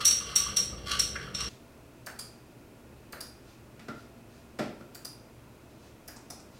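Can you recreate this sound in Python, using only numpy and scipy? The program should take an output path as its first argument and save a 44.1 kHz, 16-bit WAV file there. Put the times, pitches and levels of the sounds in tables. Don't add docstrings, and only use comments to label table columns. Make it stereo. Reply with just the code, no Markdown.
import sys
import numpy as np
from scipy import signal
from scipy.fft import rfft, irfft
from scipy.io import wavfile

SR = 44100
rng = np.random.default_rng(int(sys.argv[2]) if len(sys.argv) > 2 else 0)


def dump(signal):
    limited = np.clip(np.atleast_2d(signal).T, -1, 1)
    pcm = np.round(limited * 32767).astype(np.int16)
    wavfile.write(sys.argv[1], SR, pcm)


N = 290619


def amp(db):
    return 10 ** (np.asarray(db) / 20)


def unit_level(x):
    return x / np.sqrt(np.mean(x ** 2) + 1e-20)


def curve_at(points, hz):
    point_hz, value = np.transpose(points)
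    return np.interp(np.log(hz + 1), np.log(point_hz), value)


def add(mix, start_s, sound):
    part = mix[..., max(round(start_s * SR), 0):][..., :sound.shape[-1]]
    part += sound[..., :part.shape[-1]]


def ring(tones, pitch=1, tilt_db=0, size=4096):
    hz = np.fft.rfftfreq(size, 1 / SR)
    power = 0
    for tone_hz, width_hz, db in tones:
        peak = amp(db + tilt_db * np.log2(tone_hz / tones[0][0]))
        power += (peak / (1 + (2 * (hz - tone_hz * pitch) / width_hz) ** 2)) ** 2
    cepstrum = irfft(np.log(power + 1e-12) / 2)
    cepstrum[1:size // 2] *= 2
    cepstrum[size // 2 + 1:] = 0
    return unit_level(irfft(np.exp(rfft(cepstrum)))) / np.sqrt(size)


def stereo(spectra, likeness, hz):
    same = np.clip(curve_at(likeness, hz), -1, 1)
    mid = spectra[0] * np.sqrt((1 + same) / 2)
    side = spectra[1] * np.sqrt((1 - same) / 2)
    return np.array([mid + side, mid - side])


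# delay_s, left_db, right_db
GLASS_PATHS = [(0, -21, -22), (.0048, -10.5, -12), (.0062, -18, -15), (.0077, -8, -13), (0.011, -17, -12.5)]
# delay_s, left_db, right_db
DESK_PATHS = [(0, -23.5, -18), (.0017, -12, -15.5), (.0032, -23, -20), (.0058, -13, -9), (.0075, -27, -35),
              (0.018, -26, -39)]
# pitch_hz, fade_s
ECHO_FADE = [(150, 0.4), (500, 0.48), (1500, 0.48), (5500, 0.45), (9000, 0.38), (15000, 0.3)]
# pitch_hz, likeness
ECHO_LIKENESS = [(100, 1), (500, 0.99), (1500, 0.75), (3000, 0.34), (6000, 0.1), (14000, 0.109)]
def room(sound, paths, tail_db, build_s, left_db):
    hz, t, noise = signal.stft(rng.standard_normal((2, SR // 2)), SR, nperseg=256)
    fade = amp(-60 * t[:, None] / curve_at(ECHO_FADE, hz))
    spectra = stereo(noise.transpose(0, 2, 1), ECHO_LIKENESS, hz) * fade
    tail = signal.istft(spectra.transpose(0, 2, 1), SR, nperseg=256)[1]
    tail *= np.clip(np.arange(tail.shape[1]) / SR / build_s, 0, 1) ** 2
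    echo = amp(tail_db) * tail / np.linalg.norm(tail[0])
    for delay_s, left, right in paths:
        add(echo, delay_s, amp([[left], [right]]))
    balance = amp([[left_db], [-left_db]])
    return signal.fftconvolve(sound[None], echo * balance, axes=1)[:, :N]


# pitch_hz, relative_db
DRINK_AIR = [(20, -11), (40, -14), (58, 4.5), (85, -1.5), (130, -5), (200, -8.5), (350, -9), (600, -7),
             (900, -16), (2000, -16), (5000, -31), (16000, -37.5)]
# pitch_hz, relative_db
DESK_AIR = [(12, -46), (20, -13.5), (65, -7), (93, -9.5), (123, 1.5), (158, -9.5), (270, -5), (410, -9),
            (660, -14), (780, -16.5), (949, -15.5), (1610, -22), (2530, -23.5), (3340, -27.5), (16000, -35)]
# pitch_hz, likeness
AIR_LIKENESS = [(60, 1), (150, 0.9), (380, 0.72), (950, 0.22), (2380, 0.069), (5980, 0.15), (15000, 0.2)]
def air(colour, db):
    hz = np.fft.rfftfreq(N, 1 / SR)
    noise = stereo(rfft(rng.standard_normal((2, N))), AIR_LIKENESS, hz)
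    return amp(db) * unit_level(irfft(noise * amp(curve_at(colour, hz)), N))


# pitch_hz, width_hz, relative_db
RUMBLE_TONES = [(60, 12, 5.5), (78, 30, -2.5), (125, 60, -0.5), (196, 45, 0.5), (307, 110, -9),
                (460, 240, -8)]
def rumble(quiet_db=-48.5, loud_db=-45.5, swell_at_s=0.46, rise_s=0.067):
    swell = np.clip((np.arange(N) / SR - swell_at_s) / rise_s, 0, 1)
    drone = signal.oaconvolve(rng.standard_normal(N + SR), ring(RUMBLE_TONES, size=32768))
    return unit_level(drone[SR:SR + N]) * amp(quiet_db + (loud_db - quiet_db) * swell)


# pitch_hz, width_hz, relative_db
GLASS_TONES = [(1147, 60, 5.5), (1480, 366, -1), (2100, 680, -6.5), (2843, 330, 1.5), (3212, 420, 3),
               (4327, 670, -1.5), (5600, 600, -2), (8700, 3050, -15), (13000, 3000, -25.5)]
# pitch_hz, width_hz, relative_db
RASP_TONES = [(1440, 1800, -4), (4400, 3500, 3), (6120, 1200, 4), (8860, 3400, -10)]
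# start_s, length_s, middle_db
SCRAPES = [(-.025, 0.04, -31), (0.162, 0.43, -42.5), (0.849, .125, -34.5), (.903, 0.014, -31),
           (1.105, 0.16, -51), (1.346, .17, -41)]
def scrapes(slips_per_s=800, spread_db=7, graze_db=-54, ends_db=-5.5, rasp_from_db=-23.5):
    slips = (rng.random(N) < slips_per_s / SR) * rng.choice([-1, 1], N)
    slips = slips * amp(spread_db * np.minimum(rng.exponential(1, N), 3))
    pressure = np.full(N, amp(graze_db))
    for start_s, length_s, db in SCRAPES:
        from_middle = abs(2 * (np.arange(N) / SR - start_s) / length_s - 1)
        pressure += (from_middle < 1) * amp(db + ends_db * from_middle)
    friction = unit_level(slips) * pressure
    rasp = signal.oaconvolve(friction * pressure / amp(rasp_from_db), ring(RASP_TONES))
    scrape = signal.oaconvolve(friction, ring(GLASS_TONES)) + rasp
    return room(scrape[:N], GLASS_PATHS, tail_db=-3, build_s=0.0049, left_db=-0.5)


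# start_s, level_db, pitch_hz
PLOPS = [(0, -5, 1194), (0.201, -13, 1180), (0.323, -10, 1188), (0.4594, -6.5, 1160), (.722, -19, 1206),
         (0.947, -13, 1477), (1.152, -3, 1590), (1.155, -7.5, 2030), (1.208, -14, 1660), (1.271, -14, 1350),
         (1.396, -9.5, 1176)]
def plops(glass_db=-13):
    out = np.zeros((2, N))
    for start_s, db, hz in PLOPS:
        width_hz = 150 * (hz / 1170) ** 3
        plop = ring([(hz, width_hz, 0)]) + amp(glass_db) * ring(GLASS_TONES)
        add(out, start_s, amp(db) * room(plop, GLASS_PATHS, tail_db=-5.5, build_s=0.0053, left_db=-0.26))
    return out


# pitch_hz, width_hz, relative_db
STRAW_TONES = [(1393, 430, -34), (2140, 1400, -33), (2997, 1400, -23.5), (3786, 500, -19), (4290, 450, -16),
               (5569, 151, 2), (5800, 410, -7.5), (6310, 300, -19), (7550, 630, -18), (8280, 530, -16.5),
               (9270, 1300, -20.5), (9980, 450, -22), (11905, 540, -26), (13600, 700, -25.5),
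               (15630, 800, -42)]
# start_s, level_db, pitch_factor
CLINKS = [(0.0489, 15.5, 1.014), (0.074, 9.5, 1.04), (.105, 7.5, 1.01), (0.3556, 13.5, 1.01),
          (0.5641, 11, 1.005), (0.9914, 11, 0.997), (1.3439, 0, 0.986), (1.4012, 0, 1), (1.439, -6, .985)]
def clinks(ordinary_db=10.5, tilt_per_db=0.45):
    out = np.zeros((2, N))
    for start_s, db, pitch in CLINKS:
        clink = amp(db) * ring(STRAW_TONES, pitch, tilt_per_db * (db - ordinary_db))
        add(out, start_s, room(clink, GLASS_PATHS, tail_db=-1, build_s=0.0038, left_db=0.44))
    return out


# start_s, length_s, level_db
SLIDES = [(1.457, 0.058, -55), (3.395, 0.16, -65), (3.922, 0.11, -64), (4.25, 0.17, -66),
          (5.676, 0.033, -65), (5.737, 0.18, -65), (6.487, 0.12, -64)]
def hand_slides(centre_hz=4500, width_hz=7000):
    friction = np.zeros(N)
    for start_s, length_s, db in SLIDES:
        swell = np.hanning(round(length_s * SR))
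        add(friction, start_s, amp(db) * swell * rng.standard_normal(SR)[:len(swell)])
    hiss = signal.oaconvolve(friction, ring([(centre_hz, width_hz, 0)]))[:N]
    return room(hiss, DESK_PATHS, tail_db=3.5, build_s=0.014, left_db=0)


# pitch_hz, level_db
HUM_NOTES = [(70, -65), (118.4, -69), (233, -65.5), (349.9, -70), (672.9, -72)]
# pitch_hz, width_hz, relative_db
HOUSING_TONES = [(613, 73, -2), (1416, 97, -6), (2530, 330, -12), (7950, 3000, -43)]
def fan(waver_hz=4, whirr_db=-65):
    hz = np.fft.rfftfreq(N, 1 / SR)
    hum = np.zeros(N)
    for note_hz, db in HUM_NOTES:
        narrow_band = rfft(rng.standard_normal(N)) / (1 + ((hz - note_hz) / waver_hz) ** 2)
        hum += amp(db) * unit_level(irfft(narrow_band, N))
    whirr = signal.oaconvolve(rng.standard_normal((2, N)), ring(HOUSING_TONES)[None], axes=1)
    return hum + amp(whirr_db) * whirr[:, :N]


# pitch_hz, width_hz, relative_db
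SNAP_TONES = [(3700, 400, 9), (6060, 4000, 8.5), (7560, 390, 6.5), (8630, 390, 8.5), (9900, 1800, 2),
              (12700, 3500, 1.5), (14700, 1500, 1.5)]
def switch(ping, landing, tilt_db, travel_s, spring_lag_s=0.001, chatter_s=0.0021, chatter_db=-1):
    t = np.arange(1024) / SR
    chatter = rng.standard_normal(len(t)) * np.exp(-t / chatter_s)
    contact = amp(chatter_db) * chatter / np.linalg.norm(chatter)
    contact[0] += 1
    click = np.convolve(contact / np.linalg.norm(contact), ring(SNAP_TONES, tilt_db=tilt_db))
    add(click, spring_lag_s, ping)
    add(click, travel_s, landing)
    return click


def spring(hz, width_hz=600, overtone=2.06, overtone_db=-4):
    return ring([(hz, width_hz, 0), (hz * overtone, width_hz, overtone_db)])


# pitch_hz, width_hz, relative_db
SHELL_TONES = [(268, 200, 0.5), (670, 680, -3.5), (1340, 430, -9), (2130, 2300, -11.5)]
def shell(hz, width_hz=550):
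    return ring(SHELL_TONES + [(hz, width_hz, 0)])


# press_s, release_s, press_db, release_db, spring_hz, press_landing_db
CLICKS = [(2.062, 2.1897, -11, -7, 4810, -6), (3.1236, 3.2054, -13, -8.5, 4870, -7.5),
          (4.9468, 5.048, -12.5, -8.5, 4900, -19), (6.0776, 6.301, -12.5, -13, 5290, -15)]
def mouse_clicks():
    out = np.zeros((2, N))
    for press_s, release_s, press_db, release_db, hz, landing_db in CLICKS:
        loaded_ping = amp(-5) * spring(hz * 0.95)
        landing = amp(landing_db - press_db) * shell(hz=1620)
        press = switch(loaded_ping, landing, tilt_db=6.5, travel_s=0.0069)
        release = switch(amp(1) * spring(hz), amp(-10) * shell(hz=1350), tilt_db=1.5, travel_s=0.00193)
        for start_s, db, click in (press_s, press_db, press), (release_s, release_db, release):
            add(out, start_s, amp(db) * room(click, DESK_PATHS, tail_db=-5, build_s=0.0025, left_db=0.3))
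    return out


# pitch_hz, width_hz, relative_db
THUD_TONES = [(143, 70, -10), (230.4, 68, 5.5), (346, 350, -3), (596, 62, -0.5), (700, 230, -7.5)]
# pitch_hz, width_hz, relative_db
CLACK_TONES = [(890, 730, 0), (1760, 1300, 8), (2470, 820, 5.5), (3550, 1900, 1.5), (5000, 2000, 1),
               (7600, 4600, -7.5), (12800, 4000, -15)]
# pitch_hz, width_hz, relative_db
RATTLE_TONES = [(1270, 190, -5), (1380, 180, 18.5), (2000, 790, 2)]
# start_s, thud_db, hardness_db_per_octave, clack_db, rattle_db
KNOCKS = [(3.794, -16.5, -9, -19.5, -29), (3.883, -3.5, -4.5, -14.5, -9), (4.5885, 0.5, -8, -6.5, -20),
          (4.5925, 2.5, 1.5, -8.5, -22), (4.599, 0, 1, -24, -15.5), (4.806, -18, 4, -27, -23)]
def desk_knocks(lowest_hz=95):
    out = np.zeros((2, N))
    for start_s, thud_db, hardness, clack_db, rattle_db in KNOCKS:
        thud = amp(thud_db) * ring(THUD_TONES, tilt_db=hardness)
        knock = thud + amp(clack_db) * ring(CLACK_TONES) + amp(rattle_db) * ring(RATTLE_TONES)
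        add(out, start_s, room(knock, DESK_PATHS, tail_db=-3, build_s=0.0016, left_db=0))
    return signal.sosfilt(signal.butter(3, lowest_hz, "high", fs=SR, output="sos"), out)


# pitch_hz, width_hz, relative_db
NAIL_TONES = [(5570, 3400, 0), (7860, 2500, -2)]
# start_s, level_db
TAPS = [(6.163, -18.5), (6.303, -14), (6.398, -25)]
def finger_taps(nail_db=0.5):
    out = np.zeros((2, N))
    tap = shell(hz=764) + amp(nail_db) * ring(NAIL_TONES)
    for start_s, db in TAPS:
        add(out, start_s, amp(db) * room(tap, DESK_PATHS, tail_db=-5, build_s=0.0025, left_db=0.3))
    return out


def scene(change_s=1.49, fade_s=0.0046):
    drink = scrapes() + clinks() + plops() + rumble() + air(DRINK_AIR, db=-50)
    work = air(DESK_AIR, db=-52.5) + fan() + mouse_clicks() + finger_taps()
    work += desk_knocks() + hand_slides()
    drink_share = np.clip((change_s - np.arange(N) / SR) / fade_s + 0.5, 0, 1)
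    return drink_share * drink + (1 - drink_share) * work


def record(dry, highest_hz=16000):
    low_pass = signal.firwin(511, highest_hz, window=("kaiser", 9), fs=SR)
    return signal.oaconvolve(dry, low_pass[None], "same")


dry = scene()
out = record(dry)
dump(out)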